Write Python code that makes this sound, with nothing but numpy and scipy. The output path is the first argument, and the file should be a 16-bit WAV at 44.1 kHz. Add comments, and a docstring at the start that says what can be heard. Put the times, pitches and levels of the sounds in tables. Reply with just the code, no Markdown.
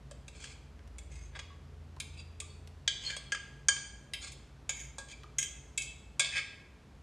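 """A small kitchen, the stereo microphone close to a bowl of batter, everything in the centre.
A metal fork pushes mashed fruit out of a hand-held glass dish, clinking, scraping and squeaking on it.
Dish and fork ring briefly, longer as the dish empties, and the room carries the ring on.
The mash clicks and plops softly into the bowl; behind it lie room air, a low hum and a passing drone."""
import sys
import numpy as np
from scipy import signal
from scipy.fft import rfft, irfft
from scipy.io import wavfile
from scipy.ndimage import map_coordinates

SR = 44100
rng = np.random.default_rng(int(sys.argv[2]) if len(sys.argv) > 2 else 0)


def to_wav(sig):
    """Store sig (one row per channel, or 1-D mono) as 16-bit WAV at the path in sys.argv[1].

    Samples outside -1..1 are clipped; the rate is SR.
    """
    pcm = np.clip(np.atleast_2d(sig), -1, 1) * 32767
    pcm = np.round(pcm).astype(np.int16)
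    wavfile.write(sys.argv[1], SR, pcm.T)  # frames by channels


N = 309582
TIME = np.arange(N) / SR
BRIEF = np.arange(SR * 2 // 5) / SR  # time axis of one short event
TOP_HZ = 13300
# edges of the seven ranges into which the modes of dish and fork group (frequency [Hz])
EDGES_HZ = [400, 1150, 1900, 2900, 4000, 5400, 8800, 13000]


def clinks(trim_db=-1.53, chatter_db=-16, chatter_t60=0.12, tines_s=.003, takeover_db=11):
    """The four tines land one after another, then chatter on the glass for a moment."""
    # blows (time [s], relative level [dB], fork over dish [dB], brightness [dB/octave],
    # spot pitch [Hz], spot gain [dB], two favoured pitches [Hz])
    blows = [(0.1107, -62.5, 6, -1.5, 2540, -14, 1150, 4640), (0.28, -62, 5.5, -1, 1500, -3, 2640, 3840),
             (.441, -60, -2, 0, 1460, 3, 1631, 4820), (.983, -63, 13, 1.5, 8500, 4.5, 2260, 3500),
             (1.39, -57, -0.5, -3, 4560, 4.5, 1130, 2290), (2.0001, -49, 7.5, 4.5, 7800, -9.5, 2400, 3790),
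             (2.4012, -53.5, 6, 3, 1390, -14, 3640, 7100), (2.8768, -43.5, -16.5, 1.3, 3600, 9, 1631, 3128),
             (3.165, -51, 4.5, -2.5, 1770, -25, 3329, 4730), (3.32, -48, -14, 0.5, 1456, 13.5, 3230, 4740),
             (3.347, -55, -4.5, -1, 1456, 13, 3500, 4870), (3.6846, -38, -29, 6.5, 1450, 15, 6410, 8420),
             (4.135, -45.5, 1, 4.5, 6960, -16.5, 2349, 3840), (4.318, -66.5, 10, 6, 8400, -3, 2370, 8200),
             (4.692, -47, 2, -0.8, 7350, 7, 2450, 6794), (4.9825, -49.5, 8.5, -3.5, 2550, -18, 1570, 3870),
             (5.384, -41.5, -7.5, 7, 4630, -23, 2600, 5480),
             (5.4259, -47.5, -8.5, 6, 4510, -15, 2600, 5550), (5.776, -48.5, 4.5, 7, 2470, 11, 2540, 7790),
             (5.82, -54, 2, 3.5, 1390, -21, 2610, 7990), (6.195, -36, 5.5, 0.9, 12300, -9, 2180, 3500)]
    # balance of a blow, a row per range (when the dish takes it [dB], when the fork takes it [dB])
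    blow_colour = [(-6, -8), (3.5, -4), (4.5, 5.5), (6.5, 2.5), (1.5, -3.5), (7.5, 6.5), (-19, -4.5)]
    out = np.zeros(N)
    attack = slice(0, int(.03 * SR))
    for s, db, fork_db, bright, spot_hz, spot_db, *favoured in blows:
        ring = ring_at(s)
        colour_db = np.array([np.interp(fork_db, [-takeover_db, takeover_db], p) for p in blow_colour])
        range_db = db + colour_db + touch(bright, spot_hz, spot_db, spot_octaves=0.27)
        force = undb(chatter_db) * slips(rate=1100, spread_db=5.0) * fade(BRIEF, chatter_t60 * ring)
        landings = (np.array([0, *rng.random(size=3)]) * tines_s * SR).astype(int)
        force[landings] += 0.56 ** np.arange(len(landings))  # the first tine takes most of the blow
        add(out, s, contact(force, ring, fork_db, range_db, attack, favoured,
                            clatter_db=13.5, clatter_t60=0.062))
    return undb(trim_db) * out


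def scrapes(trim_db=-2.5, edge_db=-17, pressed_ring=0.59, patchy_db=2.0):
    """The fork drags over the glass: slips follow its uneven pressure until the stroke is cut off."""
    # strokes (start [s], level-setting moment [s], cut-off [s], relative level [dB],
    # fork over dish [dB], brightness [dB/octave], spot pitch [Hz], spot gain [dB], favoured pitch [Hz]);
    # the 2.923 s row is silent, the 6.31 s one swells until cut off
    strokes = [(0.329, 0.428, 0.56, -59, 1, -0.5, 3340, -4, 2310),
               (1.1, 1.122, 1.29, -64.5, 0, -0.5, 3840, -14, 6406),
               (1.323, 1.357, 1.393, -60, 0, -7, 1390, 8, 1633),
               (2.13, 2.2, 2.22, -65.5, 15, 0, 2300, 2.5, 2630),
               (2.923, 2.962, 2.91, -57, -17, 3.5, 3300, 5.5, 3128),
               (2.998, 3.057, 3.157, -52.5, -23, -0.5, 1810, -10, 3120),
               (3.069, 3.099, 3.15, -53.5, -9, -2, 1596, 13.5, 1633),
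               (4.206, 4.224, 4.3, -54.5, 7.5, 0, 2900, -8.5, 8210),
               (4.711, 4.795, 4.91, -56, -15, 4.5, 3930, -21, 6630),
               (5.07, 5.119, 5.13, -59, -3.5, 1.5, 3950, -2.5, 2349),
               (6.205, 6.203, 6.316, -45, 8.5, 0, 6800, -9, 3360),
               (6.31, 6.414, 6.4, -57.5, -0.5, -3, 1960, 11.5, 2240)]
    # balance of rubbing, one value per range (gain [dB])
    rub_colour = [-10, -7.5, 4.5, 6.5, 3, 5, -16]
    out = np.zeros(N)
    half = int(.015 * SR)
    for start, moment, cutoff, db, fork_db, bright, spot_hz, spot_db, *favoured in strokes:
        t = start + BRIEF
        pressure_db = np.interp(t, [start, moment, cutoff], [edge_db, 0, edge_db])
        pressure_db += patchy_db * wander(70, len(BRIEF))
        force = undb(pressure_db) * (t < cutoff) * slips(rate=1300, spread_db=3.5)
        centre = max(int((moment - start) * SR), half)
        window = slice(centre - half, centre + half)
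        range_db = db + np.array(rub_colour) + touch(bright, spot_hz, spot_db, spot_octaves=0.31)
        ring = pressed_ring * ring_at(start)
        add(out, start, contact(force, ring, fork_db, range_db, window, favoured,
                                clatter_db=13, clatter_t60=0.06))
    return undb(trim_db) * out


def contact(force, ring, fork_db, range_db, window, favoured, clatter_db, clatter_t60):
    """A force rings dish and fork; each range has its level in range_db over the slice `window`."""
    # fork, tines and handle (frequency [Hz], relative level [dB], base t60 [s])
    fork_modes = [(2210.5, -2.5, 0.16), (2370, -1.5, 0.12), (2526, -3, 0.14), (2613, 1, 0.11),
                  (3383, 1, 0.12), (3510, -2.5, 0.11), (3840, -3, 0.076), (4856, -12.5, 0.062),
                  (7210, 1.5, 0.044), (7790, -0.5, 0.028), (8400, -2, 0.03), (8600, 0, 0.022),
                  (9300, 2.5, 0.026)]
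    # glass dish, damped by hand and mash (frequency [Hz], relative level [dB], base t60 [s])
    dish_modes = [(564, -7.5, 0.099), (1147, -4.5, 0.044), (1635.7, 7.5, 0.18), (2110, 1, 0.035),
                  (2370, 0.5, 0.03), (3148, 2, 0.14), (3270, 0, 0.05), (4620, 3, 0.044), (4810, 0, 0.045),
                  (5670, -1.5, .07), (6410, 4.5, 0.036), (6630, 4.5, 0.067), (6790, 6, 0.045),
                  (8420, -3, 0.022), (7700, -1.5, 0.039)]
    # a fork pressed in hard rings shorter, and its modes shift further
    fork = ringing(fork_modes, ring, favoured, detune=min(0.00087 / ring ** 4, .015))
    dish = ringing(dish_modes, ring, favoured, detune=0.00091)
    # the dish hardly answers in the gap between its modes near 4 kHz
    dish = signal.sosfilt(signal.butter(2, [3600, 4500], "bandstop", fs=SR, output="sos"), dish)
    body = undb(-fork_db / 2) * dish + undb(fork_db / 2) * fork
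    # countless short-lived modes, crowding together towards the treble
    clatter = band(rng.standard_normal(len(BRIEF)), 2800, TOP_HZ, order=1)
    body += undb(clatter_db) * clatter * fade(BRIEF, clatter_t60)
    # the very top of the treble is rolled off
    sound = band(signal.fftconvolve(force, body)[:len(BRIEF)], 300, 10500, order=3)
    parts = [band(sound, lo, hi, order=5) for lo, hi in zip(EDGES_HZ, EDGES_HZ[1:])]
    return sum(undb(db) * part / rms(part[window]) for part, db in zip(parts, range_db))


def ringing(modes, ring, favoured, detune, favour_db=9, favour_width_hz=76, buzz=0.0063, crowd_db=-7.0):
    """Impulse response of one object; a contact detunes its modes, makes them buzz and favours some."""
    chance = rng.standard_normal((len(modes), 2))
    buzz_s = np.cumsum(buzz * wander(200, len(BRIEF)) * fade(BRIEF, 0.26)) / SR
    f = np.arange(len(BRIEF) // 2 + 1) * SR / len(BRIEF)
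    tones, crowd_power = 0, 0
    for (hz, db, t60), (shift, sign) in zip(modes, chance):
        nearness = sum(bell((hz - pitch) / favour_width_hz) for pitch in favoured)
        gain = undb(db + favour_db * nearness)
        phase = 2 * np.pi * hz * (BRIEF * (1 + detune * shift) + buzz_s)
        tones += np.sign(sign) * gain * fade(BRIEF, t60 * ring) * np.sin(phase)
        # short-lived neighbours crowd around every mode, the more the higher it lies
        hump = bell((f / hz - 1) / 0.03)
        crowd_power += (gain * hz / 3400) ** 2 * hump / hump.mean()
    crowd = irfft(rfft(rng.standard_normal(len(BRIEF))) * np.sqrt(crowd_power), len(BRIEF))
    return tones + undb(crowd_db) * crowd * fade(BRIEF, t60=0.051)


def slips(rate, spread_db):
    """Irregular stick-slip pulses, about `rate` a second, a few far stronger than the rest."""
    size = len(BRIEF)
    slipping = rng.random(size) < rate / SR
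    return slipping * rng.standard_normal(size) * undb(spread_db * rng.standard_normal(size))


def touch(bright, spot_hz, spot_db, spot_octaves, pivot_hz=3400):
    """Gain per range in dB: a harder touch is brighter; the spot hit lifts or mutes one region."""
    centres = np.sqrt(np.multiply(EDGES_HZ[:-1], EDGES_HZ[1:]))
    spot = bell(np.log2(centres / spot_hz) / spot_octaves)
    return bright * np.log2(centres / pivot_hz) + spot_db * spot


def ring_at(s):
    """The emptier the dish, the longer a contact rings."""
    # damping by the mash eases off (time [s], ring length [factor])
    emptying = [(0, 0.31), (3.7, 0.58), (4.15, 0.82), (6.2, 1.24)]
    return np.interp(s, *np.transpose(emptying))


def squeaks(waver=0.008, rough=0.7):
    """The slips lock to one resonance and a short, rough tone swells."""
    # tines catch on the glass (crest [s], pitch [Hz], level [dB], half length [s])
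    catches = [(1.246, 6400, -59, 0.025), (2.198, 2597, -42, 0.0055), (2.196, 4700, -48.5, 0.005),
               (2.516, 4510, -58, 0.018), (3.067, 4275, -35.5, 0.012), (3.098, 3136, -45.5, 0.0098),
               (3.137, 1642, -42.5, 0.012), (5.134, 2366, -48, 0.006), (6.324, 1780, -50, 0.0079)]
    out = np.zeros(N)
    for s, hz, db, half in catches:
        pitch_hz = hz * (1 + waver * wander(400, len(BRIEF)))
        phase = 2 * np.pi * np.cumsum(pitch_hz) / SR
        grip = 1 + rough * wander(260, len(BRIEF))
        add(out, s - 4 * half, undb(db) * grip * bell(BRIEF / half - 4) * np.sin(phase))
    return out


def knock():
    """A hard blow shoves the whole dish: a dull, short thud."""
    # shove (time [s], level [dB])
    shoves = [(3.688, -38.5)]
    out = np.zeros(N)
    for s, db in shoves:
        noise = band(rng.standard_normal(len(BRIEF)), lo_hz=480, hi_hz=1350)
        add(out, s, undb(db) * noise / rms(noise) * fade(BRIEF, t60=0.063))
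    return out


def clicks():
    """Short clicks: wet fruit, and at 3.766 s the fork rebounding on the glass."""
    # noise bursts (time [s], level [dB], nominal pitch [Hz])
    bursts = [(.792, -55, 1300), (.875, -56, 3640), (1.9647, -54, 2005), (2.674, -49, 4080),
              (3.766, -38.5, 2820), (5.234, -48.5, 2450)]
    out = np.zeros(N)
    for s, db, hz in bursts:
        noise = band(rng.standard_normal(len(BRIEF)), hz / 17.0, hz * 2, order=2)
        add(out, s, undb(db) * noise / rms(noise) * fade(BRIEF, t60=0.027))
    return out


def plops(glide=0.33):
    """Lumps land in the batter and trap bubbles that ring with rising pitch."""
    # bubbles (time [s], starting pitch [Hz], level [dB], t60 [s])
    bubbles = [(0.114, 568, -43.5, 0.06), (1.505, 1120, -52.5, 0.13), (1.97, 1030, -45.5, 0.028),
               (2.42, 1160, -51, 0.1), (5.242, 1234, -43.5, 0.033)]
    out = np.zeros(N)
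    for s, hz, db, t60 in bubbles:
        phase = 2 * np.pi * hz * BRIEF * (1 + glide * BRIEF)
        add(out, s, undb(db) * fade(BRIEF, t60) * np.sin(phase))
    return out


def kitchen(x, build_s=0.01):
    """The walls return a diffuse tail that builds up quickly and lasts longest in the midrange."""
    # reverberation (frequency [Hz], level [dB], t60 [s])
    reverberation = [(500, -1, 0.41), (1510, -11, 0.84), (2760, -4, 0.64), (6410, -9.5, 0.63),
                     (12000, -10.5, 0.39)]
    hz, db, t60 = np.transpose(reverberation)
    t = np.arange(SR) / SR
    tail = 0
    for lo, hi in zip(EDGES_HZ, EDGES_HZ[1:]):
        level_db, decay = (np.interp(np.log(lo * hi) / 2, np.log(hz), c) for c in (db, t60))
        shape = fade(t, decay) * np.minimum(t / build_s, 1)
        tail += undb(level_db) * band(rng.standard_normal(SR), lo, hi) * shape / np.linalg.norm(shape)
    return signal.fftconvolve(x, tail)[:N]


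def room_air(midband_db=-64.5):
    """Room tone: steady noise, strongest in the bass."""
    # spectrum of the air (frequency [Hz], relative density [dB])
    spectrum = [(25, -35.5), (45, -9), (68, -7.5), (100, -11), (150, -18), (200, -16.5), (330, -22),
                (700, -27.5), (1500, -32.5), (7000, -45.5), (13000, -58)]
    hz, db = np.transpose(spectrum)
    f = np.maximum(np.arange(N // 2 + 1) * SR / N, 1)
    shape_db = np.interp(np.log(f), np.log(hz), db)
    air = irfft(rfft(rng.standard_normal(N)) * undb(shape_db), N)
    return undb(midband_db) * air / rms(band(air, 250, 1000))


def hum(waver_db=2):
    """Three wavering low tones; the deepest swells early on and falls away near the end."""
    # tones (frequency [Hz], base level [dB], width [Hz])
    tones = [(57.6, -56.5, 7.4), (137.8, -60.5, 14), (430.5, -73.5, 5.3)]
    # swell of the deepest tone (time [s], gain [dB])
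    swell = [(0, 4), (.8, 1), (1.1, 12.5), (1.5, 0), (3.5, -1), (6.1, 0), (6.6, -19)]
    out = np.zeros(N)
    for hz, db, width in tones[1:]:
        phase = 2 * np.pi * hz * TIME
        out += undb(db) * (wander(width, N) * np.sin(phase) + wander(width, N) * np.cos(phase))
    hz, db, width = tones[0]
    swell_db = np.interp(TIME, *np.transpose(swell)) + waver_db * wander(width, N)
    phase = 2 * np.pi * hz * TIME + 0.5 * wander(width, N)
    return out + np.sqrt(2) * undb(db + swell_db) * np.sin(phase)


def drone(waver_db=2.0):
    """Far off, a low tone like a motor swells and fades, its pitch rising and sinking."""
    # course of the drone (time [s], pitch [Hz], level [dB])
    course = [(0, 72.86, -61), (1.052, 78, -55.5), (1.701, 81.5, -51), (2.701, 83.5, -51.5),
              (3.1, 78.5, -65), (6.998, 70.8, -66.5)]
    s, *columns = np.transpose(course)
    hz, db = (np.interp(TIME, s, c) for c in columns)
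    phase = 2 * np.pi * np.cumsum(hz) / SR
    return np.sqrt(2) * undb(db + waver_db * wander(7.6, N)) * np.sin(phase)


def undb(db):
    """Decibels to gain."""
    return 10 ** (np.asarray(db) / 20)


def rms(x):
    """Root mean square."""
    return np.sqrt(np.mean(x ** 2)) + 1e-12


def bell(x):
    """Gaussian curve of height 1."""
    return np.exp(-x ** 2 / 2)


def fade(t, t60):
    """Exponential decay by 60 dB in t60 seconds."""
    return np.exp(-np.log(1000) * t / max(t60, 1e-3))


def band(x, lo_hz, hi_hz, order=4):
    """Causal band-pass."""
    sos = signal.butter(order, [lo_hz, min(hi_hz, .45 * SR)], "band", fs=SR, output="sos")
    return signal.sosfilt(sos, x)


def wander(rate, size):
    """Smooth random motion through `rate` knots a second, spread near 1."""
    knots = rng.standard_normal(int(size / SR * rate) + 4)
    return map_coordinates(knots, [1 + np.arange(size) / SR * rate], order=2)


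def add(track, s, sound):
    """Mix a sound into the track from time s on."""
    i = max(int(s * SR), 0)
    track[i:i + len(sound)] += sound[:max(N - i, 0)]


def scene(side_db=-14, side_room_db=-8):
    """Everything is straight ahead of the microphone; only the treble spreads a little to the sides."""
    near = clinks() + scrapes() + squeaks() + clicks() + plops() + knock()
    mid = near + kitchen(near) + room_air() + hum() + drone()
    scatter = rng.standard_normal(len(BRIEF)) * fade(BRIEF, t60=.015)
    scattered = signal.fftconvolve(near, scatter / np.linalg.norm(scatter))[:N]
    side = undb(side_db) * scattered + undb(side_room_db) * kitchen(near)
    side = band(side, 4500, TOP_HZ, order=10)
    return np.array([mid + side, mid - side])


def record(dry):
    """The recorder cuts the deepest bass and the top."""
    low_cut = signal.sosfilt(signal.butter(3, 34, "high", fs=SR, output="sos"), dry)
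    return signal.sosfilt(signal.ellip(10, .2, 70, TOP_HZ, fs=SR, output="sos"), low_cut)


dry = scene()
out = record(dry)
to_wav(out)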